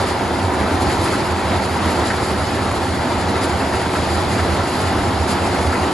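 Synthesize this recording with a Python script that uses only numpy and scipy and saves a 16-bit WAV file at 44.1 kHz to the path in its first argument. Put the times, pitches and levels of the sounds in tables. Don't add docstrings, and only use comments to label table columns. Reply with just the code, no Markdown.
import sys
import numpy as np
from scipy import signal
from scipy.fft import rfft, irfft, next_fast_len
from scipy.io import wavfile
from scipy.ndimage import uniform_filter1d, map_coordinates

SR = 44100
rng = np.random.default_rng(int(sys.argv[2]) if len(sys.argv) > 2 else 0)


def generate_wav(signal):
    frames = np.transpose(np.atleast_2d(signal))
    scaled = np.clip(frames, -1, 1) * 32767
    pcm = np.round(scaled).astype(np.int16)
    wavfile.write(sys.argv[1], SR, pcm)


N = 261513

# (frequency [Hz], level [dB], t60 [s])
WALL_MODES = [(794, -4, 0.17), (853, -1.5, 0.069), (944, -6, 0.12), (1271, -6, 0.13), (1339, -5, 0.16),
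              (1575, -10.5, 0.064), (2027, -12, 0.23), (2526, -13, 0.19)]
# (frequency [Hz], spectral level [dB])
KERNEL_SPECTRUM = [(600, -53), (1800, 1.5), (2900, -2), (3600, -3.5), (4500, 1.5), (5100, 0), (5600, -11),
                   (6400, -6.5), (7400, -3.5), (8500, -3.5), (9700, -5.5), (11300, -9.5), (12000, -26)]
LOAD_SLOPE = 0.5


def cobs(load_db, level_db=-24.5):
    # (frequency [Hz], width [Hz], level [dB])
    casing_modes = [(135, 24, -12), (195.8, 23, -2), (246.5, 17.7, 0), (267.3, 16.7, 1), (288, 19, -1.5),
                    (350, 53, -0.5), (384.7, 31, -0.3), (456, 37, -10), (539.5, 60, -7), (674, 84, -6.5),
                    (1306, 180, -14.5), (1800, 610, -22.5)]
    batter = spread(impacts(per_second=1800, scatter_db=4), resonances(casing_modes))
    return amp(level_db + load_db) * steadied(batter, evenness=0.55)


def fan(load_db, level_db=-22.5, flutter_db=0.67):
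    # (frequency [Hz], spectral level [dB])
    air_spectrum = [(30, -42), (100, -6), (150, -3.5), (370, -0.5), (550, -3.5), (850, -1.5), (1000, -2.2),
                    (1140, -6), (1330, -7), (1520, -8.5), (2000, -12), (2500, -18), (4000, -18),
                    (12000, -46.5)]
    gain = amp(level_db + LOAD_SLOPE * load_db + flutter_db * wobble(22))
    return gain * rush(air_spectrum, patchy_db=1.27)


def drum(level_db=-30):
    # (frequency [Hz], spectral level [dB])
    boom_spectrum = [(20, -24), (34, -22), (48, -8), (62, -11), (72, 0.5), (81, 1.5), (90, 6), (102, -4),
                     (125, -3), (170, -21), (300, -56), (600, -90)]
    return amp(level_db) * steadied(rush(boom_spectrum, patchy_db=3), evenness=1, window=SR // 12)


def throbs(level_db=-1.8, pitch_hz=84, detune=0.1):
    # (time [s], level [dB], half length [s])
    swells = [(0.127, -16, 0.023), (0.45, -14, 0.033), (0.618, -20, 0.033), (0.76, -22, 0.054),
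              (0.88, -13.5, 0.03), (1, -16, 0.027), (1.186, -18, 0.035), (1.336, -17.5, 0.064),
              (1.533, -16, 0.048), (1.847, -18.5, 0.1), (1.996, -19, .03), (2.231, -17, 0.015),
              (2.424, -16, 0.039), (2.696, -24, 0.053), (3.183, -18, .03), (3.283, -16, .05),
              (3.533, -23, .04), (3.76, -18, 0.021), (4.125, -20.5, 0.043), (4.22, -21, .04),
              (4.348, -18, 0.027), (4.425, -13, 0.03), (4.517, -17.5, 0.041), (4.61, -17, .04),
              (4.86, -18, 0.039), (5.094, -17, 0.034), (5.22, -15, 0.04), (5.356, -28, .04),
              (5.513, -16, 0.029), (5.677, -16, .035), (5.818, -17, 0.029)]
    out, t = np.zeros(N), np.arange(N) / SR
    for time_s, db, half_s in swells:
        offset, phase = rng.uniform(-1, 1, 2)
        tone = np.sin(2 * np.pi * (pitch_hz * (1 + detune * offset) * t + phase))
        out += amp(db + level_db) * swell_at(time_s, half_s) * tone
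    return out


def knocks(attack_s=0.0015, ring_octaves=0.7, crack_db=-0.5, crack_t60_s=0.09, crack_octaves=0.4):
    # (time [s], level [dB], band centre [Hz])
    blows = [(1.049, -27, 1700), (1.126, -22, 1400), (1.452, -28, 1400), (1.515, -26, 2100),
             (2.102, -18.5, 1590), (3.07, -23, 1290), (3.356, -21, 1800), (3.737, -22, 1500),
             (3.95, -20, 1500), (4.083, -21, 1900), (4.391, -19, 1600), (5.727, -19.5, 1500),
             (5.748, -23, 2080)]
    out, t = np.zeros(N + SR), np.arange(SR // 4) / SR
    bins_hz = np.fft.rfftfreq(len(t), 1 / SR) + 1
    onset = 1 - np.exp(-t / attack_s)
    for time_s, db, centre_hz in blows:
        ring = np.zeros(len(t))
        for hz, mode_db, t60_s in WALL_MODES:
            weight = np.exp(-(np.log2(hz / centre_hz) / ring_octaves) ** 2)
            decay = amp(mode_db + rng.normal(0, 1.1) - 60 * t / t60_s)
            ring += weight * decay * np.sin(2 * np.pi * (hz * t + rng.random()))
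        band = np.exp(-(np.log2(bins_hz / centre_hz) / crack_octaves) ** 2)
        noise = unit(irfft(rfft(rng.standard_normal(len(t))) * band, len(t)))
        crack = noise * amp(crack_db - 60 * t / crack_t60_s)
        out[round(time_s * SR):][:len(t)] += amp(db) * (ring + crack) * onset
    return out[:N]


def pour():
    # (time [s], level [dB], half length [s])
    surges = [(0.74, -24, 0.055), (0.884, -26.5, 0.12), (1.079, -19.5, 0.033), (1.167, -21, 0.048)]
    # (frequency [Hz], width [Hz], level [dB])
    hopper_modes = [(126, 45, 2.5), (197, 29, 4.5), (288, 97, 8), (393, 98, 3.5), (930, 53, -6)]
    flow = sum(amp(db) * swell_at(time_s, half_s) for time_s, db, half_s in surges)
    ring = spread(impacts(per_second=900, scatter_db=8), resonances(hopper_modes))
    return flow * steadied(ring, evenness=0.6)


def clatter(load_db, level_db=-32, per_second=32, detune=0.022, tilt_db_per_octave=-7):
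    out, t = np.zeros(N + SR), np.arange(SR // 5) / SR
    hz, mode_db, t60_s = np.transpose(WALL_MODES)[:, :, None]
    tilted_db = mode_db + tilt_db_per_octave * np.log2(hz / 1000)
    for when, strength in rng.random((int(per_second * N / SR), 2)):
        excitation, offset, phase = rng.uniform(-0.96, 1, (3, len(WALL_MODES), 1))
        scatter_db = 4 * excitation + 3 * (2 * strength - 1)
        decay = amp(tilted_db + scatter_db - 60 * t / t60_s)
        modes = decay * np.sin(2 * np.pi * (hz * (1 + detune * offset) * t + phase))
        out[int(when * N):][:len(t)] += modes.sum(axis=0)
    return amp(level_db + LOAD_SLOPE * load_db) * unit(out[:N])


def rattle(load_db, level_db=-32):
    raps = taps(per_second=300, centre_hz=1250, octaves=0.88, t60_s=0.016,
                scatter_db=4, rolloff=0.5, samples=SR // 32)
    return amp(level_db + LOAD_SLOPE * load_db) * raps


def engine(cycle_hz=11.1, drift=0.00397, flutter_db=2, level_db=-1):
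    # (order [x cycle rate], level [dB])
    orders = [(3.5, -56), (4, -52), (7, -31), (8, -35.5), (10, -36.5), (14, -45.5), (18, -37.5),
              (26, -39.5)]
    cycles = np.cumsum(cycle_hz * (1 + drift * wobble(3.01))) / SR
    hum = np.zeros(N)
    for order, db in orders:
        hum += amp(db + flutter_db * wobble(7.6)) * np.sin(2 * np.pi * (order * cycles + rng.random()))
    return amp(level_db) * np.sqrt(2) * hum


def fan_drone(wander=0.01201):
    # (frequency [Hz], width [Hz], level [dB])
    housing_modes = [(740.4, 22, 0), (800, 26, -1), (868, 34, 0.5), (944, 30, 0), (1010, 42, -4)]
    # (time [s], level [dB])
    drone_levels = [(0, -33), (0.22, -28), (0.55, -27.5), (0.83, -26), (1.0, -33), (1.3, -31), (1.7, -39),
                    (2.0, -34), (2.55, -34), (3.1, -30.5), (4.15, -31), (4.6, -34.5), (5.2, -30),
                    (5.5, -32.5), (5.93, -27)]
    ring = spread(rng.standard_normal((2, N)), resonances(housing_modes))
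    clock = np.cumsum(1 + wander * wobble(6))
    ring = np.array([map_coordinates(side, [clock], order=1, mode="mirror") for side in ring])
    return amp(curve(drone_levels)) * steadied(ring, evenness=0.8)


def kernels(patter_db, level_db=-0.44, clump_db=1.75):
    hits = sheet_ring(impacts(per_second=6000, scatter_db=3), t60_s=0.086, ring_db=-3)
    gain = amp(patter_db + level_db + clump_db * wobble(38))
    return gain * spread(hits, lambda hz: amp(along(KERNEL_SPECTRUM, hz)))


def sheet_ring(hits, t60_s, ring_db, block=4096):
    decay = amp(-60 * np.arange(block) / SR / t60_s)
    ring = np.zeros((2, N + 2 * block))
    for start in range(0, N, block):
        tail = rng.standard_normal((2, block)) * decay
        part = signal.fftconvolve(hits[:, start:start + block], tail / np.linalg.norm(tail[0]), axes=1)
        ring[:, start:start + part.shape[1]] += part
    return hits + amp(ring_db) * ring[:, :N]


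def rustles(level_db=-0.5):
    # (time [s], level [dB], half length [s], tilt [dB/octave])
    bursts = [(0.09, -30, 0.04, 0), (0.822, -31, 0.028, 4), (0.918, -28.5, 0.049, -3),
              (1.048, -29, 0.023, 7), (1.08, -30, 0.051, -5), (1.14, -31, 0.037, 4), (1.655, -31, 0.015, 0),
              (1.91, -35, 0.059, 3), (3.44, -28, 0.033, 3), (4.758, -30, .03, -4), (5.308, -25.5, 0.046, 1)]
    crackle = impacts(per_second=4000, scatter_db=3.5)
    out = np.zeros((2, N))
    for time_s, db, half_s, tilt in bursts:
        rustle = spread(crackle,
                        lambda hz: amp(along(KERNEL_SPECTRUM, hz) + tilt * np.log2((hz + 1) / 5000)))
        out += amp(db + level_db) * swell_at(time_s, half_s) * rustle
    return out


def husks(patter_db, level_db=-6, flutter_db=2):
    rustle = rush(KERNEL_SPECTRUM, patchy_db=2.2)
    return amp(patter_db + level_db + flutter_db * wobble(45)) * rustle


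def pings(patter_db, level_db=-8):
    rings = taps(per_second=130, centre_hz=3000, octaves=0.75, t60_s=0.065,
                 scatter_db=2, rolloff=1, samples=SR // 16)
    return amp(patter_db + level_db) * rings


def panel_hum(pitch_hz=374, width_hz=42):
    # (time [s], level [dB])
    hum_levels = [(0, -26.5), (0.14, -36), (0.42, -40), (0.52, -27), (0.68, -36), (1.15, -30), (1.4, -40),
                  (5.93, -54)]
    mode = resonances([(pitch_hz, width_hz, 0)])
    hum = spread(rng.standard_normal((2, N)), lambda hz: mode(hz) ** 2)
    return amp(curve(hum_levels)) * steadied(hum, evenness=0.8)


def impacts(per_second, scatter_db):
    struck = rng.random((2, N)) < per_second / SR
    size = amp(scatter_db * np.clip(rng.standard_normal((2, N)), -2, 2))
    return struck * size * rng.choice([-1, 1], (2, N))


def taps(per_second, centre_hz, octaves, t60_s, scatter_db, rolloff, samples):
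    out, t = np.zeros((2, N + SR)), np.arange(samples) / SR
    for when, pitch, strength, pan in rng.random((int(per_second * N / SR), 4)):
        hz = centre_hz * 2 ** (octaves * (2 * pitch - 1))
        decay = amp(scatter_db * (2 * strength - 1) - 60 * t / t60_s)
        ring = decay * np.sin(2 * np.pi * hz * t) * (centre_hz / hz) ** rolloff
        out[:, int(when * N):][:, :samples] += np.outer(np.sqrt([pan, 1 - pan]), ring)
    return unit(out[:, :N])


def rush(spectrum, patchy_db):
    cells = signal.stft(rng.standard_normal((2, N)), nperseg=512)[2]
    patches = uniform_filter1d(rng.standard_normal(cells.shape[1:]), size=5, axis=0)
    patches = uniform_filter1d(patches, size=12, axis=1)
    pair = signal.istft(cells * amp(patchy_db * unit(patches)), nperseg=512)[1][:, :N]
    return spread(pair, lambda hz: amp(along(spectrum, hz)))


def resonances(modes):
    return lambda hz: sum(
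        (-1) ** k * amp(db) * 1j * hz * width / (centre ** 2 - hz ** 2 + 1j * hz * width)
        for k, (centre, width, db) in enumerate(modes))


def spread(pair, response):
    # (frequency [Hz], left-right coherence [0..1])
    coherence = [(60, 1), (250, 0.97), (570, 0.9), (1200, 0.7), (2600, 0.87), (3800, 0.58), (5500, 0.61),
                 (6500, 0.82), (7700, 0.6), (8300, 1), (9500, 0.56), (10200, 1)]

    def shares(hz):
        angle = np.arccos(np.clip(along(coherence, hz), -1, 1)) / 2
        return response(hz) * np.array([np.cos(angle), np.sin(angle)])
    mid, side = filtered(pair, shares)
    return unit(np.array([mid + side, mid - side]))


def steadied(ring, evenness, window=SR // 20):
    power = uniform_filter1d(np.mean(ring ** 2, axis=0), size=window)
    swell = np.sqrt(np.abs(power) + 1e-6)
    return unit(ring / swell ** evenness)


def filtered(x, response):
    size = next_fast_len(N + SR // 2)
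    return irfft(rfft(x, size) * response(np.fft.rfftfreq(size, 1 / SR)), size)[..., :N]


def swell_at(time_s, half_s):
    return np.exp(-2 * ((np.arange(N) / SR - time_s) / half_s) ** 2)


def wobble(rate_hz):
    return map_coordinates(rng.standard_normal(2048), [np.arange(N) * rate_hz / SR + 2], mode="wrap")


def curve(points):
    return np.interp(np.arange(N) / SR, *np.transpose(points))


def along(points, hz):
    knots_hz, values = np.transpose(points)
    return np.interp(np.log(hz + 1), np.log(knots_hz + 1), values)


def amp(db):
    return 10 ** (np.asarray(db) / 20)


def unit(x):
    return x / np.sqrt(np.mean(x ** 2) + 1e-20)


def scene():
    # (time [s], level [dB])
    load_levels = [(0, -20.5), (0.18, -23), (0.5, -22.5), (0.8, -21.5), (1.12, -21.5), (1.38, -22.5),
                   (1.53, -21), (1.69, -23), (1.97, -19.5), (2.22, -23), (2.9, -23), (3.27, -21),
                   (3.7, -22.5), (4.15, -21.5), (4.95, -21), (5.18, -23), (5.36, -19.5), (5.93, -22)]
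    # (time [s], level [dB])
    grain_levels = [(0, -32.5), (0.2, -36), (0.6, -35.5), (0.98, -32), (1.35, -34), (1.7, -34),
                    (1.95, -31.5), (2.4, -33.5), (3.1, -34), (3.9, -33), (4.75, -32.5), (5.15, -33.5),
                    (5.55, -33), (5.93, -33.5)]
    load_db, patter_db = curve(load_levels), curve(grain_levels)
    load_db -= load_db.mean()
    threshing = cobs(load_db) + clatter(load_db) + rattle(load_db) + pour() + knocks() + throbs()
    treble = kernels(patter_db) + pings(patter_db) + rustles() + husks(patter_db)
    return engine() + drum() + fan(load_db) + fan_drone() + panel_hum() + threshing + treble


def record(dry, top_hz=11850):
    # (frequency [Hz], left minus right [dB])
    balance = [(60, -5.5), (110, 0), (190, -3.5), (350, 0), (630, -2), (1120, 1), (2020, 0.0), (3620, -0.5),
               (6510, 0.5), (11700, 0)]
    # (frequency [Hz], left phase lead [rad])
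    phase_lead = [(300, 0), (780, .3), (1640, -.3), (3700, .8), (5200, .5), (6100, -.1), (7000, 0),
                  (7500, -.6), (8000, -3.1), (8900, -3.3), (9550, -4.5), (10000, -6.28)]

    def sides(hz):
        gain = amp(np.outer([0.5, -0.5], along(balance, hz)))
        phase_rad = np.outer([0.5, -0.5], along(phase_lead, hz))
        return gain * np.exp(1j * phase_rad)
    return filtered(filtered(dry, sides), lambda hz: hz < top_hz)


dry = scene()
out = record(dry)
generate_wav(out)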